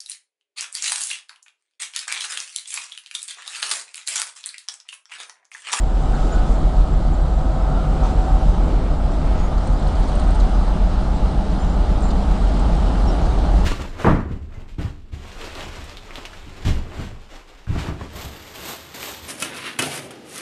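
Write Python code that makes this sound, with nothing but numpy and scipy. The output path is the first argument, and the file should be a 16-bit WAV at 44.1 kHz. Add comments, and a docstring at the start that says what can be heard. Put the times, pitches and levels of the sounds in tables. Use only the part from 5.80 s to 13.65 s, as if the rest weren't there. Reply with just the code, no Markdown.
"""A two-section diesel locomotive rolls slowly past; its engines idle at slightly different speeds.
Their exhaust notes, harmonics of each crankshaft, beat about seven times a second.
A fan hums and gears whine as tones; engine rooms, rolling wheels, air and draught are coloured noise.
Flanges scrape as shaken resonances; brake rigging squeaks by stick-slip and rattles with short decaying rings."""
import sys
import numpy as np
from scipy import signal
from scipy.fft import rfft, irfft, next_fast_len
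from scipy.io import wavfile
from scipy.ndimage import uniform_filter1d, map_coordinates

SR = 44100
rng = np.random.default_rng(int(sys.argv[2]) if len(sys.argv) > 2 else 0)


def file_out(sig):
    """Save sig as 16-bit WAV at sys.argv[1]."""
    # one column per channel
    cols = np.atleast_2d(sig).T
    # limit, then scale
    lim = np.clip(cols, -1, 1)
    pcm = np.round(lim * 32767).astype(np.int16)
    wavfile.write(sys.argv[1], SR, pcm)


N = 346185
TIME = np.arange(N) / SR


def amp(db):
    """The decibel law: amplitude gain is ten to the power of level over twenty."""
    return 10 ** (np.asarray(db) / 20)


def unit(x):
    """Normalization by the root mean square, to rms 1."""
    return x / np.sqrt(np.mean(x ** 2) + 1e-20)


def curves(rows):
    """Linear interpolation in time: one value per sample for each column after the time."""
    knot_s, *columns = np.transpose(rows)
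    return [np.interp(TIME, knot_s, column) for column in columns]


def wobble(rate):
    """Slow random modulation: a smooth spline through random knots, rate of them a second."""
    knots = rng.standard_normal(int(N * rate / SR) + 4)
    return map_coordinates(knots, [TIME * rate])


def filtered(x, response):
    """Linear filtering: the spectrum of x times a response of frequency."""
    size = next_fast_len(N + 8192)
    return irfft(rfft(x, size) * response(np.fft.rfftfreq(size, 1 / SR)), size)[:N]


def rush(spectrum, patchy_db):
    """Broadband noise of rms 1, with random gain patches in time and frequency, shaped by a spectrum."""
    cells = signal.stft(rng.standard_normal(N), nperseg=512)[2]
    field = uniform_filter1d(rng.standard_normal(cells.shape), size=6, axis=0)
    field = uniform_filter1d(field, size=10, axis=1)
    noise = signal.istft(cells * amp(patchy_db * unit(field)), nperseg=512)[1][:N]
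    knot_hz, db = np.transpose(spectrum)
    return unit(filtered(noise, lambda hz: amp(np.interp(np.log(hz + 1), np.log(knot_hz), db))))


def ring(hz, width_hz, size):
    """A resonance driven by random friction: narrow-band noise of rms 1 around its mode."""
    lowpass = signal.butter(2, width_hz / 2, fs=SR, output="sos")
    slow = signal.sosfilt(lowpass, rng.standard_normal((2, size)))
    phase = 2 * np.pi * hz * np.arange(size) / SR
    return unit(slow[0] * np.cos(phase) + slow[1] * np.sin(phase))


def add(track, s, sound):
    """Superposition: mix a sound into the track at a time."""
    part = track[int(s * SR):][:len(sound)]
    part += sound[:len(part)]


def stroke(t, length, rise, fall):
    """Transient envelope: an exponential rise, a hold, then a free decay (all times in s)."""
    return (1 - np.exp(-t / rise)) * np.exp(-np.maximum(t - length, 0) / fall)


def passing(abeam, half, db=0):
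    """Inverse-distance law for a source rolling by: 3 dB down a half-time (s) either side of abeam (s)."""
    return amp(db) / np.hypot(1, (TIME - abeam) / half)


def together(gains):
    """Incoherent sources add in power."""
    return np.sqrt(sum(gain ** 2 for gain in gains))


def parts_gain(order):
    """Incoherent sum of the inverse-distance gains of the passing parts, for one level column."""
    # noisy stretches of the locomotive (louvres, bogies) going by:
    # abeam_s, half_time_s, rolling_db, room_db, hiss_db, sizzle_db
    parts = [(.55, 0.34, -30.5, -33.5, -45.5, -53.5), (2.35, 0.61, -30, -33, -47, -58),
             (3.55, 0.13, -33.5, -45, -54, -69), (4.45, 0.66, -31, -33, -45, -70),
             (7.35, 1.39, -27.5, -31, -42.5, -59)]
    return together(passing(abeam, half, levels[order]) for abeam, half, *levels in parts)


def panels(x, ripple_db, spacing_hz=70):
    """Modal colouration: countless narrow resonances of the steel body ripple the spectrum of a noise."""
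    knots = rng.standard_normal(1000)
    return unit(filtered(x, lambda hz: amp(ripple_db * map_coordinates(knots, [hz / spacing_hz]))))


def clatter(turns, depth, count=12):
    """Amplitude modulation: injectors and valves chop the noise once per cylinder, each at its own strength."""
    strokes = turns * count
    strength = rng.uniform(size=count)[np.floor(strokes).astype(int) % count]
    # the engine room blurs the edge of each stroke
    return 1 + depth * uniform_filter1d(strength * np.exp(-3 * (strokes % 1)), size=40)


def draught():
    """Turbulent pressure: the draught buffets the microphone with low-frequency noise in gusts."""
    # draught spectrum: pitch_hz, level_db (per Hz)
    rumble = [(2, -30), (6, -7), (16, 2), (35, 0), (55, -5), (80, -11), (130, -21), (300, -50), (900, -120)]
    level_db, gust_db, gusts_per_s = -23.5, 0.5, 2.8
    return amp(level_db + gust_db * wobble(gusts_per_s)) * rush(rumble, patchy_db=1.0)


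def rolling():
    """Contact noise: wheels roll on the rail, the passing parts over a steady rest of the train."""
    # rolling spectrum: pitch_hz, level_db (per Hz)
    roll_spectrum = [(40, -32), (90, -1.5), (160, 2.5), (290, -1), (400, -5.5), (520, -8), (800, -28),
                     (2000, -66.5), (6000, -120)]
    # brief swells of the rolling noise: abeam_s, half_time_s, level_db
    roll_swells = [(.42, 0.18, -31.5), (2.2, .08, -36), (2.9, 0.077, -28)]
    far_db = -38  # the rest of the train
    gain = together([parts_gain(order=0), *(passing(*row) for row in roll_swells), amp(far_db)])
    return gain * rush(roll_spectrum, patchy_db=0.5)


def engine_rooms(chop):
    """Radiation through openings: engine rooms roar through their louvres, chopped by the engines."""
    # engine-room spectrum: pitch_hz, level_db (per Hz)
    room_spectrum = [(300, -19), (500, -13), (610, 1.5), (680, -0.5), (770, 0.5), (870, -2), (930, -5),
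                     (1080, -8), (1260, -7), (1540, -13.5), (1750, -21.5), (2300, -28.5), (5000, -60)]
    far_db = -40.5  # the rest of the train
    gain = together([parts_gain(order=1), amp(far_db)])
    return gain * chop * rush(room_spectrum, patchy_db=0.57)


def cooling_air(chop):
    """Turbulent flow noise: cooling air hisses, coloured by the body and chopped by the engines."""
    # hiss spectrum: pitch_hz, level_db (per Hz)
    hiss_spectrum = [(100, -42.5), (900, -10.5), (1800, 1.5), (2400, -1), (2900, 1), (3700, 1),
                     (4400, -1.5), (5300, -5), (6400, -9), (7400, -10.5), (8600, -11), (9500, -15),
                     (10400, -20), (12000, -17), (13500, -32)]
    air = panels(rush(hiss_spectrum, patchy_db=1.2), ripple_db=0.9)
    return parts_gain(order=2) * amp(0.45 * wobble(22)) * chop * air


def brake_shoes():
    """Sliding friction: released shoes graze the wheel treads with a fine sizzle."""
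    # sizzle spectrum: pitch_hz, level_db (per Hz)
    sizzle = [(2500, -63), (5000, -10), (6500, -9), (7400, -1), (8600, -11), (9600, -13), (12000, -12.5),
              (13500, -24)]
    return parts_gain(order=3) * amp(1.1 * wobble(14)) * rush(sizzle, patchy_db=1.5)


def scrapes(rise, fall):
    """Friction-driven resonance: a flange grinds on the rail and shakes one broad mode of its wheel."""
    # flange scrapes: start_s, length_s, pitch_hz, width_hz, level_db
    scrape_rows = [(0.326, 0.053, 1425, 260, -40), (0.469, 0.16, 1420, 300, -51),
                   (1.799, 0.27, 1365, 180, -44.5), (2.33, 0.23, 870, 120, -52),
                   (2.779, 0.29, 2097, 900, -51.5), (3.426, .2, 1927, 1300, -47),
                   (3.509, 0.3, 1227, 200, -43.5)]
    out, t = np.zeros(N), np.arange(SR // 2) / SR
    for s, length, hz, width, db in scrape_rows:
        add(out, s, amp(db) * stroke(t, length, rise, fall) * ring(hz, width, len(t)))
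    return out


def rattle(fall):
    """Random impacts: small parts of a bogie tick with decaying noise, loudest as it goes by."""
    # tick spectrum: pitch_hz, level_db (per Hz)
    tick = [(1500, -19), (4200, 5), (6000, -4), (7300, 0), (8600, -3.5), (9600, -7), (13000, -14.5)]
    ticks_per_s, tick_db = 34, -51.5
    when = rng.uniform(size=int(ticks_per_s * N / SR))
    hits = amp(tick_db) * np.bincount((when * N).astype(int), minlength=N)
    gate = signal.lfilter([1], [1, -np.exp(-1 / (fall * SR))], hits)
    return passing(abeam=4.3, half=.35) * gate * rush(tick, patchy_db=2.5)


def clinks(width_hz, length, rise, fall, judder_db):
    """Friction-driven modes: loose links catch and scrape in a brief judder as a bogie rolls by."""
    # scraping links: start_s, level_db, pitch_hz (of the main ring)
    clink_rows = [(.217, -55, 8700), (.341, -50, 4420), (.469, -51, 4870), (3.778, -48.5, 4360),
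                  (3.867, -51, 8540), (3.92, -56, 8650), (3.991, -58, 8140), (4.024, -49, 4170),
                  (4.068, -53, 8200), (4.12, -61, 8700), (4.152, -49, 4540), (4.196, -56, 8810),
                  (4.226, -47, 3900), (4.281, -49, 4400), (4.284, -53, 8540), (4.32, -58, 8650),
                  (4.35, -52, 8650), (4.394, -50, 8620), (4.436, -57, 8600), (4.473, -53, 8400),
                  (4.503, -52, 8550), (4.547, -49, 8580), (4.599, -46, 4060), (6.306, -48, 3700),
                  (6.793, -50, 7900), (6.941, -51, 8300)]
    # modes that every link shares: pitch_hz, width_hz, level_db (relative to the main ring)
    link_modes = [(4100, 1400, -3), (7000, 1500, -3.5), (8750, 370, -16.5)]
    out, t = np.zeros(N), np.arange(SR // 12) / SR
    for s, db, hz in clink_rows:
        body = sum(amp(level) * ring(mode, width, len(t)) for mode, width, level in link_modes)
        main = ring(hz, width_hz, len(t))
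        add(out, s, amp(db) * stroke(t, length, rise, fall) * (main + body))
    return out * unit(amp(judder_db * wobble(400)))


def strikes(rise, partner, partner_db, crack_db, crack_fall):
    """Impact: a pin snaps against its stop, a tiny crack and two close modes that die at once."""
    # hard strikes: start_s, level_db, pitch_hz, decay_s
    strike_rows = [(.151, -41, 4200, .003), (.405, -37, 3900, .002), (4.026, -40, 4200, .002),
                   (4.069, -38, 4180, .003), (4.089, -42, 3400, .002), (4.397, -42, 8620, .003),
                   (4.477, -43, 8600, .002), (4.549, -41, 8600, .002), (5.545, -40, 4300, .002),
                   (6.207, -37, 8350, .002), (6.2215, -35.5, 8450, .0022), (6.241, -38.5, 8400, .0022),
                   (6.281, -43, 8400, .002), (6.29, -42, 8100, .002), (6.304, -33, 4750, .003),
                   (6.308, -32, 3750, .0035), (6.313, -35, 4850, .003), (6.795, -38, 8100, .003),
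                   (6.967, -41, 8300, .003)]
    out, t = np.zeros(N), np.arange(SR // 25) / SR
    for s, db, hz, fall in strike_rows:
        modes = np.sin(2 * np.pi * hz * t)
        modes += amp(partner_db) * np.sin(2 * np.pi * partner * hz * t)
        grain = uniform_filter1d(rng.standard_normal(len(t)), size=4)
        crack = amp(crack_db) * np.exp(-t / crack_fall) * grain
        add(out, s, amp(db) * (stroke(t, 0, rise, fall) * modes + crack))
    return out


def squeaks(scatter, stutter_db, rise, fall):
    """Stick-slip: brake-rigging steel sings on one mode whose pitch trembles and whose grip comes and goes."""
    # squeaks: start_s, length_s, pitch_hz (mean), level_db
    squeak_rows = [(0.425, 0.34, 1284, -43.5), (.5, 0.13, 1478, -41), (0.519, .028, 7050, -45),
                   (1.126, .015, 7665, -54), (1.333, .014, 7400, -50), (1.414, .014, 7850, -53),
                   (1.899, 0.18, 1358, -45), (3.305, .04, 7235, -57), (3.574, .097, 6720, -55),
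                   (3.583, .13, 10400, -65), (3.583, .11, 11700, -63), (4.17, 0.17, 8750, -64),
                   (5.34, .04, 7680, -59), (5.793, 0.058, 7190, -55), (5.86, .1, 7170, -58),
                   (6.1, .05, 7030, -61), (6.222, 0.04, 7270, -48), (6.262, .032, 7290, -52),
                   (7.272, 0.034, 5495, -43), (7.43, .07, 6380, -59)]
    out, t = np.zeros(N), np.arange(SR // 3) / SR
    for s, length, hz, db in squeak_rows:
        tremble = unit(uniform_filter1d(rng.standard_normal(len(t)), size=60))
        phase = 2 * np.pi * np.cumsum(hz * (1 + scatter * tremble)) / SR
        add(out, s, amp(db) * stroke(t, length, rise, fall) * np.sqrt(2) * np.sin(phase))
    return out * unit(amp(stutter_db * wobble(110)))


def puffs(rise, fall):
    """Jet noise: a valve spits a little compressed air."""
    # spits of air: start_s, length_s, level_db
    puff_rows = [(2.233, 0.028, -35)]
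    # jet spectrum: pitch_hz, level_db (per Hz)
    jet = [(600, 4), (850, 22.5), (1100, 12), (1400, -1), (2200, 3.5), (4500, -5), (6000, -2), (9000, -13),
           (11000, -26)]
    gate = sum(amp(db) * stroke(np.maximum(TIME - s, 0), length, rise, fall) for s, length, db in puff_rows)
    return gate * rush(jet, patchy_db=0)


def clanks(length, rise, fall):
    """Modal ringing: heavy steel parts knock together and ring dully."""
    # knocks: start_s, level_db
    clank_rows = [(2.228, -26.5)]
    # their modes: pitch_hz, width_hz, level_db (relative)
    clank_modes = [(804, 180, 1), (960, 170, -1), (1304, 260, -5)]
    gate = sum(amp(db) * stroke(np.maximum(TIME - s, 0), length, rise, fall) for s, db in clank_rows)
    return gate * unit(sum(amp(db) * ring(hz, width, N) for hz, width, db in clank_modes))


def auxiliaries(turns, backlash_ms, flutter_db):
    """Shaft-order fan hum and gear-mesh tones; play in the gears is phase modulation, widest for high tones."""
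    # fainter hums and gear tones going by: pitch_hz, abeam_s, half_time_s, level_db
    gear_rows = [(69.8, 3.3, 1.5, -37.5), (200.3, 5.85, .65, -34.5), (227, 1.5, 1.5, -49),
                 (256, 4.2, 1.0, -43), (302.5, 3.8, 1.4, -45), (340, 1.3, 1.3, -48),
                 (400.2, 6.5, 1.2, -47.5), (519.8, 4.3, 1.0, -49), (524.7, 1.9, 1.8, -43.5),
                 (585.3, 1.8, 1.0, -52), (642.8, 6, 1.4, -49), (651.7, 1.8, .65, -41), (713, 6.2, 1.2, -51),
                 (849.3, 5.6, 1.2, -52), (860.7, 6, 1.2, -49), (872.3, 3.3, 1.4, -49),
                 (1263.5, 1.2, 1.6, -50), (1302.7, 1.7, .8, -54)]
    # the two loudest gear tones, beamed through body openings: time_s, lower_db, upper_db
    whine_levels = [(0, -56.0, -40.5), (0.4, -43.0, -42), (0.85, -40.3, -52.9), (1.25, -45, -53),
                    (1.65, -37.8, -40.5), (2.0, -43.5, -42), (2.3, -37.6, -36.8), (2.55, -41.9, -33.5),
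                    (2.85, -50.7, -52.9), (3.6, -54.6, -53.4), (4.6, -50.3, -46.6), (5.3, -54.4, -55.4),
                    (7.85, -50.4, -52.2)]
    whine_hz = (743.5, 756)  # close enough to beat against each other
    fan_order = 11.52  # blade beats per crankshaft turn

    def tone(hz):
        """Phase modulation: a sine read at a randomly jittered time."""
        return np.sin(2 * np.pi * hz * (TIME + backlash_ms * 1e-3 * wobble(14)))

    fan = passing(abeam=4.3, half=2.6, db=-30) * np.sin(2 * np.pi * fan_order * turns)
    whine = sum(amp(db) * tone(hz) for hz, db in zip(whine_hz, curves(whine_levels)))
    gears = 0
    for hz, abeam, half, db in gear_rows:
        gears = gears + passing(abeam, half, db + flutter_db * wobble(5.5)) * tone(hz)
    return np.sqrt(2) * (fan + whine + gears)


def crank(speed, first_firing_s, hunt):
    """Phase is the integral of speed: crankshaft turns since the first firing; the governor hunts a little."""
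    return np.cumsum(curves(speed)[0]) / SR - first_firing_s * speed[0][1] + hunt * wobble(3.06)


def crankshafts():
    """Rotation of both engines, whose unequal speeds make their harmonics beat."""
    # crankshaft speed of each section: time_s, speed_turns_per_s
    lead_speed = [(0, 6.556), (.65, 6.556), (.85, 6.52), (1.1, 6.55), (1.8, 6.55), (2.1, 6.6), (2.4, 6.55),
                  (3.7, 6.55), (3.9, 6.585), (4.2, 6.556), (5.5, 6.556), (5.7, 6.497), (7.85, 6.497)]
    rear_speed = [(0, 7.755), (7.85, 7.752)]
    lead = crank(lead_speed, first_firing_s=.0046, hunt=0.0025)
    rear = crank(rear_speed, first_firing_s=.0095, hunt=0.0016)
    return lead, rear


def exhaust(turns, boom_db, orders, stack, lope, flutter_db, count=6):
    """Harmonic series: six beats a turn boom; unequal cylinders add orders that swell and bark once a turn."""
    # brief swells of the boom: peak_s, half_length_s (to 1/e of level_db), level_db
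    boom_swells = [(0.848, 0.0098, 3), (0.996, 0.02, 4.5), (4.64, .03, 2.5), (6.65, 0.024, 3),
                   (7.782, 0.022, 7.5)]
    bark_order = 22  # shaft order at which the stack barks
    lope_scatter = .04  # how far neighbouring lines stray, turns
    throb, drone = (passing(*row) for row in stack)
    swell_db = sum(db * np.exp(-((TIME - s) / half) ** 2) for s, half, db in boom_swells)
    out = amp(boom_db + swell_db) * np.cos(2 * np.pi * count * turns)
    for order, db in orders:
        # the higher lines are shaded by the body as the stack moves away
        gain = drone if order > 3 * count else throb
        # lines near the boom or the bark crest together with it; those further off fall out of step
        centre, crest = (count, lope[0]) if order < 10 else (bark_order, lope[1])
        crest_turns = crest + lope_scatter * rng.uniform(-0.93, 1)
        cycles = order * turns - (order - centre) * crest_turns
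        out += gain * amp(db + flutter_db * wobble(4)) * np.cos(2 * np.pi * cycles)
    return np.sqrt(2) * out


def engines(lead, rear):
    """Superposition of two exhausts: their close harmonics interfere and beat."""
    # exhaust boom level of each section: time_s, lead_db, rear_db
    boom = [(0, -19.1, -24.3), (0.45, -18.1, -24.7), (0.85, -17.8, -19.2), (1.3, -19.5, -21.5),
            (1.75, -21.0, -20.6), (2.3, -21.3, -19.4), (2.65, -16.9, -18.7), (2.85, -17.3, -20.6),
            (3.1, -20.4, -25.7), (3.4, -19.0, -22.1), (3.7, -19.3, -21.7), (4.25, -20.7, -21.2),
            (4.55, -16.7, -19.3), (5.1, -20.8, -19.9), (5.75, -23.3, -23.1), (6.0, -21.5, -18.2),
            (6.3, -21.7, -21.7), (6.9, -20.7, -17.1), (7.45, -24.2, -19.0), (7.85, -21.4, -16.1)]
    # exhaust lines: shaft_order, level_db (before the gain of passing)
    lead_orders = [(3, -38), (4, -40), (5, -30.5), (8, -35), (9, -31.5), (11, -43), (12, -44), (14, -44),
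                   (15, -42), (16, -48), (21, -42), (22, -35.5), (23, -37.5), (24, -42), (26, -43),
                   (27, -44), (32, -46), (38, -48)]
    rear_orders = [(3, -37), (7, -30), (8, -27.5), (9, -32.5), (12, -41), (13, -41), (14, -39), (15, -41),
                   (16, -42), (18, -43), (20, -44), (22, -36), (23, -37), (24, -43), (25, -42), (26, -44),
                   (27, -45), (29, -46), (33, -48)]
    # each stack going by, a row for its low throb and one for its higher drone: abeam_s, half_time_s, gain_db
    lead_pass = [(2.3, 2.7, 0.5), (2.24, 1.42, 1.5)]
    rear_pass = [(8.2, 1.5, 2), (6.46, 1.56, 0.18)]
    lead_db, rear_db = curves(boom)
    # lope: where in each turn the boom swells and the stack barks, as shares of a turn
    leading = exhaust(lead, lead_db, lead_orders, lead_pass, lope=(.62, .42), flutter_db=3.0)
    trailing = exhaust(rear, rear_db, rear_orders, rear_pass, lope=(.12, .37), flutter_db=2.0)
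    return leading + trailing


def scene():
    """Superposition of both engines, the running gear and its small noises."""
    lead, rear = crankshafts()
    chop = unit(clatter(lead, depth=0.13) * clatter(rear, depth=0.42))
    background = draught() + rolling() + engine_rooms(chop) + cooling_air(chop)
    wheels = brake_shoes() + scrapes(rise=0.011, fall=0.036)
    rigging = rattle(fall=0.0078)
    rigging += clinks(width_hz=500, length=.010, rise=.001, fall=.005, judder_db=3)
    rigging += strikes(rise=.0003, partner=.93, partner_db=-6, crack_db=-2, crack_fall=.0015)
    rigging += squeaks(scatter=.011, stutter_db=2.5, rise=.004, fall=.005)
    machinery = puffs(rise=0.0043, fall=0.049) + clanks(length=0.0088, rise=.002, fall=0.022)
    machinery += auxiliaries(lead, backlash_ms=0.04, flutter_db=1.0)
    return (background + wheels + rigging + machinery + engines(lead, rear))[None]


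def record(dry):
    """Transducer response: a small microphone loses treble, and a band limit removes all above it."""
    # treble response of the microphone: pitch_hz, gain_db
    microphone = [(9000, 0), (10400, -4), (11000, -20), (11800, -12), (13500, -16.5)]
    top_hz = 13700
    knot_hz, gain_db = np.transpose(microphone)
    return filtered(dry[0], lambda hz: amp(np.interp(hz, knot_hz, gain_db)) * (hz < top_hz))[None]


dry = scene()
out = record(dry)
file_out(out)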